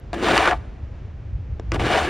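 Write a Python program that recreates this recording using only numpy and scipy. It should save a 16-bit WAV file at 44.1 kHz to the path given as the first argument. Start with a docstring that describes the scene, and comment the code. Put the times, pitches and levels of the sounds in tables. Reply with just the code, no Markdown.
"""A car park, its asphalt thinly covered in snow: a plastic snow shovel is set down and pushed twice.
Grit under the edge is dense clicks that shake the blade, which rings in short broad modes; knocks are noise bursts.
Cars and a fence throw back a short tail, made of fading noise.
Far traffic rumbles and hisses underneath as coloured noise. A phone with two microphone ports listens."""
import sys
import numpy as np
from scipy import signal
from scipy.fft import rfft, irfft, next_fast_len
from scipy.io import wavfile

SR = 44100
rng = np.random.default_rng(int(sys.argv[2]) if len(sys.argv) > 2 else 0)


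def rack_gain(trim_db):
    """Turn a fader trim in dB into the linear factor to multiply a signal by."""
    fader = np.asarray(trim_db, float)
    return 10 ** (fader / 20)


def inscribe(sig):
    """Save sig as 16-bit PCM at rate SR to the path in sys.argv[1].

    A 1-D sig is mono; a 2-D sig holds one channel per row.
    Samples are clipped to [-1, 1] before scaling.
    """
    pcm = np.round(np.clip(np.atleast_2d(sig).T, -1, 1) * 32767)
    wavfile.write(sys.argv[1], SR, pcm.astype(np.int16))


N = 92565  # length in samples


def rms_one(x):
    """Scale to unit rms."""
    return x / np.sqrt(np.mean(x ** 2) + 1e-20)


def at_hz(points, hz):
    """Read a table on a log-frequency axis."""
    table_hz, values = np.transpose(points)
    return np.interp(np.log(np.maximum(hz, 1)), np.log(table_hz), values)


def drift(rate_hz):
    """Slow random wandering of spread 1: noise through a low-pass, made at an eighth of the sample rate."""
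    r = np.exp(-16 * np.pi * rate_hz / SR)
    slow = signal.lfilter([1], [1, -2 * r, r * r], rng.standard_normal(N // 8 + 3002))
    slow = rms_one(slow[3000:])  # skip the filter's start
    return np.interp(np.arange(N) / 8, np.arange(len(slow)), slow)


def colour(x, spectrum):
    """Filter to the given spectrum without sounding ahead of time (causal, minimum-phase)."""
    size = next_fast_len(N + SR // 2)
    gain = rack_gain(at_hz(spectrum, np.fft.rfftfreq(size, 1 / SR)))
    cepstrum = irfft(np.log(gain), size)
    # folding the cepstrum forward in time gives the minimum phase
    cepstrum[1:size // 2] *= 2
    cepstrum[size // 2 + 1:] = 0
    return irfft(rfft(x, size) * np.exp(rfft(cepstrum)), size)[..., :N]


def cut(x, hz, kind):
    """Butterworth low- or high-pass without phase shift, so that the parts add up again."""
    return signal.sosfiltfilt(signal.butter(2, hz, kind, fs=SR, output="sos"), x)


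def resonance(x, hz, width_hz):
    """Something that rings at one pitch: a two-pole resonance, gain 1 on top."""
    r = np.exp(-np.pi * width_hz / SR)
    poles = [1, -2 * r * np.cos(2 * np.pi * hz / SR), r * r]
    return signal.lfilter([(1 - r * r) / 2, 0, (r * r - 1) / 2], poles, x + 1e-18)


# how alike left and right are in the traffic noise: f/Hz, likeness (1 same, 0 unrelated, -1 opposite)
LIKENESS = [(60, 0.99), (190, 0.97), (620, .66), (1400, .65), (6000, 0.9), (9000, -0.82), (15000, -.6)]


def stereo_noise(spectrum):
    """Coloured noise whose left and right are as alike as the table says at each frequency; rms 1."""
    mid, side = rfft(rng.standard_normal((2, N)))
    alike = np.clip(at_hz(LIKENESS, np.fft.rfftfreq(N, 1 / SR)), -1, 1)
    pair = irfft(np.sqrt(1 + alike) * mid + np.sqrt(1 - alike) * side * [[1], [-1]], N)
    return rms_one(colour(pair, spectrum))


# loudness of the traffic rumble over time: t/s, level/dB
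RUMBLE_LEVEL = [(0.0, -38), (0.04, -34.5), (0.17, -35), (0.48, -35), (0.5, -32), (0.89, -34), (1.04, -30.5),
                (1.21, -35), (1.36, -25.5), (1.45, -35), (1.53, -27.5), (1.58, -32), (1.71, -25),
                (1.73, -25.5), (1.85, -21), (1.89, -29), (2.09, -31), (2.1, -50)]
# spectrum of the rumble, before scaling to rms 1: f/Hz, level/dB
RUMBLE_SPECTRUM = [(13, -46.5), (24, -13), (33, -15), (42, -10), (53, -2.3), (75, -4.5), (108, -10.5),
                   (135, -14.5), (200, -29.5), (290, -64.5), (480, -120)]


def traffic_rumble():
    """Far traffic's low part: bass noise that swells and sinks."""
    level_db = np.interp(np.arange(N) / SR, *np.transpose(RUMBLE_LEVEL))
    return rack_gain(level_db) * stereo_noise(RUMBLE_SPECTRUM)


# spectrum of the hiss, before scaling to rms 1: f/Hz, level/dB
HISS_SPECTRUM = [(88, -8), (150, -7), (300, -10), (680, -18), (1030, -23.5), (2380, -29), (4000, -39),
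                 (6500, -45.5), (9000, -56.5), (15500, -62.5)]
# swell of the hiss, added to its base level: t/s, level/dB
HISS_RISE = [(0, 0.5), (0.3, 7), (0.9, -0.4), (1.5, 0), (2.1, 5.3)]
HISS_BASE_DB = -46.5


def traffic_hiss():
    """Far traffic's wider noise, with a slow swell and a small random wander of 1 dB."""
    swell_db = np.interp(np.arange(N) / SR, *np.transpose(HISS_RISE))
    return rack_gain(HISS_BASE_DB + swell_db + drift(2.4)) * stereo_noise(HISS_SPECTRUM)


TAIL_DB, TAIL_T60_S, TAIL_CUT_HZ = -29.5, 0.81, 7500


def echoes(x):
    """Diffuse dull return from cars and fence: fading noise, its own in each channel, ended at half a second."""
    t = np.arange(SR // 2) / SR
    tail = rng.standard_normal((2, len(t))) * rack_gain(-60 * t / TAIL_T60_S)
    tail *= t > .012  # nothing returns in the first 12 ms
    tail = signal.lfilter([1], [1, -np.exp(-2 * np.pi * TAIL_CUT_HZ / SR)], tail)
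    tail /= np.sqrt(np.sum(tail ** 2, axis=1, keepdims=True))
    return rack_gain(TAIL_DB) * signal.fftconvolve(x[None], tail, axes=1)[:, :N]


# how much louder the left port is: f/Hz, level/dB
LEFT_OVER_RIGHT = [(100, 4.1), (370, -0.5), (580, 6), (910, 1.5), (1440, 2), (3000, -0.1)]
# how far the left port leads: f/Hz, phase/rad
LEFT_LEAD = [(100, 0.05), (430, 0.23), (700, 0.054), (3500, 0.14), (6000, .9), (8000, 1.31), (10000, 2.79),
             (15000, 1.5)]


def ports(x):
    """A near source reaches the two ports with a level and phase step, half of it given to each side."""
    size = next_fast_len(N + 4096)
    hz = np.fft.rfftfreq(size, 1 / SR)
    half = rack_gain(at_hz(LEFT_OVER_RIGHT, hz) / 2) * np.exp(.5j * at_hz(LEFT_LEAD, hz))
    return irfft(rfft(x, size) * np.array([half, 1 / half]), size)[:, :N]


# ringing modes of the plastic blade: f/Hz, width/Hz, level/dB
BLADE_MODES = [(350.4, 50, 1), (442, 38, 2.7), (527, 110, -4.5), (694, 150, -0.5), (880, 22, -1),
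               (975, 60, -4), (1179, 177, 4), (1466, 163, 3.5), (1689, 147, 7), (1904, 196, -5.2),
               (2235, 270, -2), (2878, 340, -6.5), (3713, 830, 1)]
# overall colour of the scraping, a filter: f/Hz, level/dB
SCRAPE_COLOUR = [(70, -37.5), (120, 4), (243, 2.5), (335, -0.1), (730, 1), (1020, -2.5), (1710, -8),
                 (2800, -8), (4000, -21.5), (5200, -22), (7500, -25), (10500, -23), (15500, -36)]
MODE_WANDER_DB, MODE_WANDER_HZ = 2.8, 22
FLAT_DB = -4  # the part that passes without ringing


def blade(x):
    """Broad modes over a flat part; each mode's share wanders as the contact moves along the edge."""
    sound = rack_gain(FLAT_DB) * x
    for hz, width_hz, db in BLADE_MODES:
        share_db = db + MODE_WANDER_DB * drift(MODE_WANDER_HZ)
        sound = sound + resonance(x * rack_gain(share_db), hz, width_hz)
    return colour(sound, SCRAPE_COLOUR)


GRITS_PER_S, GRIT_SPREAD_DB = 9000, 3.0
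JUDDER_DB, JUDDER_HZ = 0.34, 30


def grit():
    """Dense clicks of uneven size, one per grain, with a slight judder in level; rms 1."""
    size_db = GRIT_SPREAD_DB * np.minimum(rng.exponential(1, N), 4)
    sizes = rack_gain(size_db) * rng.choice([-1, 1], N)
    hits = rng.random(N) < GRITS_PER_S / SR
    return rms_one(sizes * hits * rack_gain(JUDDER_DB * drift(JUDDER_HZ)))


# pressure of the edge on the ground, one list per push:
# t/s, scrape level/dB, low boom level/dB, middle ring level/dB, grit brightness level/dB
PUSHES = [
    [(0.131, -44.5, 3.5, 35, 5.5), (0.142, -30.5, 5, 9, 9), (0.156, -37.5, 12, -4.5, 6.5),
     (0.22, -32, 6, -41, 6.5), (0.23, -28, 10.5, -1, 10), (0.288, -16, -5.5, 7, 3.5),
     (0.33, -21, 5, 3.5, 6.5), (0.37, -21, -11.5, 17, 12.5), (0.386, -17, -7, -22.5, 1),
     (0.41, -21.5, -18, 16, 8), (0.478, -14, -12.5, -12.5, -3), (0.5, -21.5, -13, 7.5, 3.5),
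     (0.532, -23.5, -4, 11.5, -5), (0.548, -39.5, -14.5, 18, 4), (0.58, -47, -5, -1, 6)],
    [(1.719, -21.5, -17, -28.5, -28.5), (1.732, -34, 6, -20.5, 3.5), (1.745, -32, -1.5, -3, 14),
     (1.764, -25, 4.5, -14, -2.5), (1.773, -48, 20, 14, 10.5), (1.792, -43, 10.5, -6, 12),
     (1.797, -22, -0.5, 0.5, 4), (1.823, -28.5, 6.5, 6.7, 6), (1.87, -24, -2.5, 3, 6.5),
     (1.95, -19, -4, 0.5, 4.5), (1.99, -23.5, -3, 12.5, 10.5), (2.039, -25.5, -5, 9.5, 7),
     (2.099, -24.5, 5, -4.5, 3)],
]
BOOM_TOP_HZ, GRIT_LOW_HZ = 503, 3000  # where the low part ends and the bright part starts
BOOM_HZ, BOOM_WIDTH_HZ, BOOM_PEAK_DB = 335, 50, 6
RING_HZ, RING_WIDTH_HZ = 715, 100


def pushes():
    """Grit scraped by the edge; its low, ringing and bright parts change with the pressure."""
    t, grains = np.arange(N) / SR, grit()
    low, high = cut(grains, BOOM_TOP_HZ, "low"), cut(grains, GRIT_LOW_HZ, "high")
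    middle = grains - low - high
    low = low + rack_gain(BOOM_PEAK_DB) * resonance(grains, BOOM_HZ, BOOM_WIDTH_HZ)
    ring = resonance(grains, RING_HZ, RING_WIDTH_HZ)
    drive = np.zeros(N)
    for push in PUSHES:
        s, db, *shares_db = np.transpose(push)
        boom, ringing, bright = (rack_gain(np.interp(t, s, share_db)) for share_db in shares_db)
        # the middle already holds the ring once, hence the -1
        mixture = middle + boom * low + (ringing - 1) * ring + bright * high
        drive += mixture * rack_gain(np.interp(t, s, db, left=-120, right=-120))
    return drive


# knocks of the edge on ground or stone: t/s, level/dB, low boom level/dB, crack level/dB
EDGE_KNOCKS = [(0.131, -19.5, -5, 9.5), (0.226, -25.5, 10.2, 11.5), (0.283, -35.5, 3, 9),
               (0.378, -19, -8, 28.5), (0.476, -8.5, -8, 8.7), (0.511, -14.5, -17, 3.5),
               (0.532, -19, -10.5, -2), (1.05, -44.5, 1.5, -6), (1.597, -36.5, 10, 18),
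               (1.719, -18.5, -2.5, 18), (1.745, -26.5, 9.8, 12), (1.797, -16, -10.5, -12),
               (1.866, -12.5, -1, -1.5), (2.05, -28.5, -17, 7)]
KNOCK_T60_S = .011
TAP_HZ, TAP_WIDTH_HZ = 1500, 4000
THUD_HZ = 400  # both pitch and width
CRACK_HZ, CRACK_WIDTH_HZ = 5300, 2200


def knocks(noise):
    """Very short fading noise bursts, each heard as a tap, a low thud and a sharp crack."""
    t = np.arange(N) / SR
    taps, thuds, cracks = np.zeros((3, N))
    for s, db, boom_db, crack_db in EDGE_KNOCKS:
        burst = noise * rack_gain(db - 60 * np.maximum(t - s, 0) / KNOCK_T60_S) * (t >= s)
        taps += burst
        thuds += rack_gain(boom_db) * np.abs(burst)  # a one-way push holds more bass
        cracks += rack_gain(crack_db) * burst
    tap = resonance(taps, TAP_HZ, TAP_WIDTH_HZ)
    thud = resonance(thuds, THUD_HZ, THUD_HZ)
    return tap + thud + resonance(cracks, CRACK_HZ, CRACK_WIDTH_HZ)


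def shovel():
    """Scraped grit and knocks of the edge, all ringing through the blade."""
    scraping = pushes()
    noise = rng.choice([-1., 1.], N)
    scale = 1 / np.sqrt(np.mean(blade(noise) ** 2))  # steady noise would leave the blade at rms 1
    return scale * blade(scraping + knocks(noise))


def scene():
    """Traffic rumble and hiss, the shovel and its echoes."""
    near = shovel()
    rumble = traffic_rumble()
    hiss = traffic_hiss()
    return ports(near) + echoes(near) + rumble + hiss


def roll_off(x):
    """The treble ends steeply here."""
    return signal.sosfilt(signal.butter(12, 15850, fs=SR, output="sos"), x)


MONO_LOW_HZ, MONO_HIGH_HZ = 1383, 6160
SIDE_ONLY_LOW_HZ, SIDE_ONLY_HIGH_HZ = 10360, 14900


def record(dry):
    """The middle range is heard in mono, and a band of the top octave only as left-minus-right."""
    hz = np.fft.rfftfreq(N, 1 / SR)
    keep_mid = (hz < SIDE_ONLY_LOW_HZ) | (hz > SIDE_ONLY_HIGH_HZ)
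    keep_side = (hz < MONO_LOW_HZ) | (hz > MONO_HIGH_HZ)
    mid = irfft(rfft((dry[0] + dry[1]) / 2) * keep_mid, N)
    side = irfft(rfft((dry[0] - dry[1]) / 2) * keep_side, N)
    return roll_off(np.array([mid + side, mid - side]))


dry = scene()
out = record(dry)
inscribe(out)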